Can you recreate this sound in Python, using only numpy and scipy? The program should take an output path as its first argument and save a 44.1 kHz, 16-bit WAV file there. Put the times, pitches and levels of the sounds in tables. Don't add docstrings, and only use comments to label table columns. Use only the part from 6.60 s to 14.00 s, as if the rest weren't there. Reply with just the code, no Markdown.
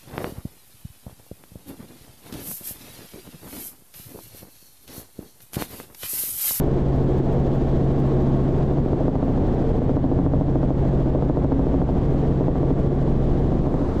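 import sys
import numpy as np
from scipy import signal
from scipy.fft import rfft, irfft
from scipy.io import wavfile
from scipy.ndimage import uniform_filter1d

SR = 44100
rng = np.random.default_rng(int(sys.argv[2]) if len(sys.argv) > 2 else 0)


def waveform_to_disk(signal):
    frames = np.transpose(np.atleast_2d(signal))
    scaled = np.clip(frames, -1, 1) * 32767
    samples = np.round(scaled).astype(np.int16)
    wavfile.write(sys.argv[1], SR, samples)


N = 326340
T = np.arange(N) / SR

# time_s, blade_rate_hz
BLADE_RATE = [(0, 13.56), (3.8, 13.535), (4.3, 13.505), (7.4, 13.5)]
# time_s, bank_share
BANK = [(0, 0.035), (1.8, 0.018), (2.7, 0.69), (4.7, 0.94), (5.2, 0.85), (6.9, 0.67), (7.4, 0.042)]
# blade_rate_multiple, straight_db, banked_db
THROB = [(1, -28, -28.5), (2, -39, -42.5), (3, -36, -30.5), (6, -48.5, -40), (7, -45, -48), (8, -45.5, -35),
         (9, -38.5, -39.5), (11, -46.5, -39.5), (12, -51.5, -39.5), (13, -45.5, -37.5)]
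# middle_s, length_s, gain_db
THROB_SWELLS = [(5.3, 1.8, -0.5), (6.6, 0.6, 3.5)]
# time_s, level_db
BOOM = [(0, -27), (1.4, -35), (2.1, -35), (3.0, -34), (4.599, -26.5), (5.2, -26), (5.8, -34), (6.7, -26.5),
        (7.25, -35)]
# time_s, level_db, beat_depth
FIRING = [(0, -22.5, 0), (2.701, -24, 0.37), (6.9, -25, 0.18), (7.25, -26, 0.8)]
# crank_multiple, straight_db, banked_db
ENGINE = [(1, -47.5, -40), (2, -48, -38), (3.5, -47.5, -48.5), (4, -45, -35), (6, -45.5, -34.5),
          (10, -45, -46), (12, -58.5, -53.5)]
# time_s, level_db
EXHAUST = [(0, -30.5), (1.2, -30.5), (2.2, -28.5), (3.0, -38), (3.7, -36), (4.6, -30.5), (5.3, -29),
           (6.9, -30.5), (7.3, -39)]
# time_s, level_db
TAIL_TONE = [(0, -47), (1.9, -42.5), (2.6, -33.5), (3.7, -31.5), (4.4, -37), (5.3, -41.5), (6.699, -46),
             (7.2, -28)]
# tail_blade_multiple, straight_db, banked_db
TAIL_OVERTONES = [(2, -45.5, -35), (3, -39, -37.5), (4, -48, -46)]
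# crank_multiple, straight_db, banked_db
GEARS = [(8, -36.5, -37), (24, -52.5, -59.5), (25.5, -60, -52.5)]
# middle_s, length_s, gain_db
GEAR_SWELLS = [(1.63, 1.3, 5.5), (3.4, 4.3, -4.5)]
# frequency_hz, relative_db
ROAR_COLOUR = [(10, -11.5), (28, -6), (60, -1), (110, -1), (200, 1.45), (350, -0.64), (460, -5),
               (720, -11.5), (950, -20), (1250, -28), (1800, -32.5), (2600, -43), (5000, -70.5)]
HISS_COLOUR = [(600, -16), (1500, -3.5), (2400, -1), (3300, 3.5), (5000, -5.5), (7000, -9.5), (8200, -14),
               (9300, -24.5), (10200, -21.5), (11500, -31.5), (12400, -21.5), (13400, -30), (15500, -31)]
CHIRP_COLOUR = [(3000, -9), (5500, -7.5), (7000, 5.5), (8200, 5), (9200, -6), (10000, -5), (11400, -10),
                (12150, 8.5), (12800, 6.5), (13700, 2.5), (15500, -6.5)]
CHIRP_PUFFS = [(.225, .045, .5), (.35, .048, .7), (.3, .2, .48)]
# frequency_hz, side_db
TREBLE_WIDTH = [(10500, -39.5), (11200, -7), (11800, 1)]
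# pitch_hz, t60_s, relative_db
CABIN_MODES = [(277.7, 0.03, -4), (377, 0.15, -17), (497, 0.018, -5), (642, 0.024, -10), (870, 0.013, -8)]
# delay_s, gain, blur_s
SLAP_PATHS = [(-.0006, -0.16, 0.00024), (0, 0.99, 0.00038), (.0053, -0.38, 0.00049), (.0066, 0.34, 0.00025),
              (.0089, -0.32, .0003), (0.0171, -0.29, 0.00033)]
# start_s, relative_db, crack_share
HARD_SLAPS = [(2.1126, 4, .05), (2.1852, 5.5, 0.2), (2.261, 5, .05), (2.333, 6.5, .6), (2.4084, 4.5, .1),
              (2.4821, 9.5, 0.6), (2.5556, 6, .65), (2.6287, 8, 0.3), (2.7767, 3, 0.1), (3.1459, 1.5, .15),
              (3.2197, 7, 0.6), (3.2948, 5, 0.8), (3.3689, 11.5, 0.9), (3.4425, 8, 0.2), (3.5163, 11, 0.4),
              (3.5901, 9.5, 1), (3.6643, 10.5, 1), (3.7369, 10, 1), (3.8113, 9.5, 0.5), (3.8842, 5, .2),
              (3.9576, 9, 1), (4.0321, 7.5, .8), (4.1064, 7.5, 0.5), (4.1793, 2, .05), (4.2534, 4, .1),
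              (4.4015, 4, .05), (4.4761, 4, 0.1), (4.5503, 11, 0.1), (4.6243, 8, 0.7), (4.6985, 11, .7),
              (4.7724, 8.5, .6), (4.8468, 9, 0.7), (4.921, 9, 1), (4.9945, 7.5, .35), (5.069, 3.5, .3),
              (5.1426, 7, .45), (5.2172, 8.5, 1), (5.291, 7.5, .2), (5.8094, 10, 0), (5.8832, 11.5, 0.8),
              (5.9564, 6, .85), (6.0323, 7.5, .3), (6.1066, 8, 0.2), (6.9204, 4.5, 0.1), (7.069, 6, .05),
              (7.1422, 5, 0.4), (7.217, 5.5, 0.2)]
# frequency_hz, relative_db
RUSH_COLOUR = [(60, 4.5), (200, 7), (500, 5.5), (800, 1.5), (1100, -1.5), (1500, -10.5), (2500, -24),
               (4000, -24.5), (7000, -33), (10000, -42), (12000, -46), (15500, -56)]
# frequency_hz, side_db
RUSH_WIDTH = [(100, -11), (300, -11), (1000, -7)]


def gain_of(db):
    return 10 ** (np.asarray(db) / 20)


def unit_rms(x):
    return x / np.sqrt(np.mean(x ** 2) + 1e-20)


def curve(rows):
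    return np.interp(T, *np.transpose(rows))


def swells(rows):
    return sum(height * np.cos(np.pi * np.clip((T - middle_s) / length_s, -.5, .5)) ** 2
               for middle_s, length_s, height in rows)


def drift(rate_hz):
    rolloff = np.exp(-(np.fft.rfftfreq(N, 1 / SR) / rate_hz) ** 2)
    return unit_rms(irfft(rfft(rng.standard_normal(N)) * rolloff, N))


def noise(colour, trim=((1, 0),)):
    log_hz = np.log(np.fft.rfftfreq(N, 1 / SR) + 1)
    shape, eq = (gain_of(np.interp(log_hz, np.log(hz), db))
                 for hz, db in (np.transpose(colour), np.transpose(trim)))
    return irfft(rfft(rng.standard_normal(N)) * unit_rms(shape) * eq, N)


def wide_noise(colour, width):
    side = noise(colour, trim=width)
    return noise(colour) + np.array([side, -side])


def banked(straight_db, banked_db):
    return np.sqrt(2) * np.interp(curve(BANK), [0, 1], gain_of([straight_db, banked_db]))


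def tone(cycles, levels, waver_rad, rate_hz):
    return np.sqrt(2) * gain_of(curve(levels)) * np.cos(2 * np.pi * cycles + waver_rad * drift(rate_hz))


def hum(cycles, partials, waver_rad, flutter_db, rate_hz):
    mix = np.zeros(N)
    for multiple, straight_db, banked_db in partials:
        level = banked(straight_db, banked_db) * gain_of(flutter_db * drift(rate_hz))
        phase = 2 * np.pi * (multiple * cycles + rng.random())
        mix += level * np.sin(phase + waver_rad * drift(rate_hz))
    return mix


def slap_clicks(heights):
    return np.bincount([round(row[0] * SR) for row in HARD_SLAPS], heights, N)[:N]


def slap_density(weights, span_s):
    return uniform_filter1d(slap_clicks(weights), size=round(span_s * SR)) * SR / curve(BLADE_RATE)


def air_duck_db(bank_db, bout_db):
    cracking = slap_density(np.transpose(HARD_SLAPS)[2], span_s=0.26)
    return bank_db * curve(BANK) + bout_db * uniform_filter1d(cracking, size=SR // 10)


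def rush_fade(start_s=6.89, rise_s=0.31):
    return np.clip((T - start_s) / rise_s, 0, 1)


def rotor_throb(passes, spread_rad=0.9, flutter_db=2.0):
    wave = sum(banked(*levels_db) * np.cos(2 * np.pi * k * passes - spread_rad * (k - 1) ** 2)
               for k, *levels_db in THROB)
    boom = tone(4 * passes, BOOM, waver_rad=0.19, rate_hz=2.9)
    return wave * gain_of(swells(THROB_SWELLS) + flutter_db * drift(32)) + boom


def engine(crank, beat_s=2.3, dip_at_s=5.13, waver_rad=0.061, rush_lift_db=1.5):
    time_s, level_db, beat_depth = np.transpose(FIRING)
    level = np.sqrt(2) * gain_of(np.interp(T, time_s, level_db))
    beat = abs(1 - np.interp(T, time_s, beat_depth) * np.exp(2j * np.pi * (T - dip_at_s) / beat_s))
    firing = level * beat * np.sin(2 * np.pi * 3 * crank + waver_rad * drift(15))
    overtones = hum(crank, ENGINE, waver_rad=0.3, flutter_db=5.0, rate_hz=2.2)
    return firing + gain_of(rush_lift_db * rush_fade()) * overtones


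def exhaust(crank):
    return tone(1.5 * crank, EXHAUST, waver_rad=0.08, rate_hz=3)


def tail_rotor(tail_passes):
    blade_tone = tone(tail_passes, TAIL_TONE, waver_rad=0.56, rate_hz=0.88)
    return blade_tone + hum(tail_passes, TAIL_OVERTONES, waver_rad=0.57, flutter_db=-2.5, rate_hz=0.75)


def gears(crank):
    return gain_of(swells(GEAR_SWELLS)) * hum(crank, GEARS, waver_rad=0.67, flutter_db=0.5, rate_hz=6.8)


def air_roar(level_db=-21.5, gust_db=0.5, rush_duck_db=-4):
    duck_db = air_duck_db(bank_db=-0.94, bout_db=-0.45) + rush_duck_db * rush_fade()
    return noise(ROAR_COLOUR) * gain_of(level_db + duck_db + gust_db * drift(35))


def door_seals(passes, hiss_db=-54.5, chirp_db=-68.5, pulse_db=1.0, scatter_db=2.0, rush_duck_db=-5):
    pulse = np.cos(2 * np.pi * (passes - 0.087))
    hiss_gain = gain_of(hiss_db + air_duck_db(bank_db=-1.9, bout_db=-1.4) + pulse_db * pulse)
    chirp_gain = gain_of(chirp_db + air_duck_db(bank_db=-3.5, bout_db=-7) + scatter_db * drift(20))
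    puffs = sum(height * np.exp(-.5 * (((passes - centre + .5) % 1 - .5) / width) ** 2)
                for centre, width, height in CHIRP_PUFFS)
    hiss = hiss_gain * wide_noise(HISS_COLOUR, TREBLE_WIDTH)
    chirp = puffs * chirp_gain * wide_noise(CHIRP_COLOUR, TREBLE_WIDTH)
    return gain_of(rush_duck_db * rush_fade()) * (hiss + chirp)


def wake_grazes(passes, peak_s=3.54, length_s=11.1, peak_power=0.44, scatter_db=3.0, jitter_s=0.00068):
    at = np.flatnonzero(np.diff(np.floor(passes)))
    in_gap = slap_density(np.ones(len(HARD_SLAPS)), span_s=0.06) < .5
    envelope = in_gap * np.sqrt(swells([(peak_s, length_s, peak_power)]))
    late, loud = rng.standard_normal((len(at), 2)).T
    return list(zip(T[at] + jitter_s * late, envelope[at] * gain_of(scatter_db * loud)))


def cabin_ring(detune=0.065, scatter_db=0.5):
    t = T[:SR // 10]
    ring = np.zeros(len(t))
    for pitch_hz, t60_s, mode_db in CABIN_MODES:
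        decay = gain_of(mode_db + scatter_db * rng.uniform(-1.7, 1) - 60 * t / t60_s)
        ring += decay * np.cos(2 * np.pi * pitch_hz * (1 + detune * rng.uniform(-0.9, 1)) * t)
    return ring


def blade_slap(passes, knock_db=-11.5, crack_db=-24.5, crack_blur_s=0.00022):
    times_s, slap_db, crack_share = np.transpose(HARD_SLAPS)
    rings = np.zeros(N)
    for start_s, strength in list(zip(times_s, gain_of(slap_db))) + wake_grazes(passes):
        ring = cabin_ring()
        slot = rings[max(round(start_s * SR), 0):][:len(ring)]
        slot += strength * ring[:len(slot)]
    lag_s = T[:SR // 10] - T[SR // 20]
    arrivals = sum(gain * np.exp(-.5 * ((lag_s - delay_s) / blur_s) ** 2)
                   / (blur_s * SR * np.sqrt(2 * np.pi)) for delay_s, gain, blur_s in SLAP_PATHS)
    knock = signal.fftconvolve(rings, arrivals, "same")
    lag_squared = (lag_s / crack_blur_s) ** 2
    spike = (1 - lag_squared) * np.exp(-.5 * lag_squared)
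    crack = signal.fftconvolve(slap_clicks(crack_share), spike, "same")
    return -gain_of(knock_db) * knock - gain_of(crack_db) * crack


def closing_rush(level_db=-34):
    return wide_noise(RUSH_COLOUR, RUSH_WIDTH) * gain_of(level_db) * rush_fade()


def limiter(x, threshold_db, amount, release_db_per_s):
    over_db = np.maximum(20 * np.log10(abs(x).max(0) + 1e-9) - threshold_db, 0)
    release_db = release_db_per_s * T
    held_db = np.maximum.accumulate(over_db + release_db) - release_db
    return x / gain_of(amount * uniform_filter1d(held_db, size=60))


def scene():
    passes = np.cumsum(curve(BLADE_RATE)) / SR
    passes -= np.interp(2.186, T, passes)
    crank, tail_passes = 3.3435 * passes, 5.968 * passes
    rotor = rotor_throb(passes) + blade_slap(passes)
    machinery = engine(crank) + exhaust(crank) + tail_rotor(tail_passes) + gears(crank)
    noise_beds = air_roar() + closing_rush() + door_seals(passes)
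    return rotor + machinery + noise_beds


def record(dry):
    limited = limiter(dry, threshold_db=-12.0, amount=0.78, release_db_per_s=81)
    lowpass = signal.firwin(511, 15700, window=("kaiser", 9), fs=SR)
    return signal.oaconvolve(limited, lowpass[None], "same")


dry = scene()
out = record(dry)
waveform_to_disk(out)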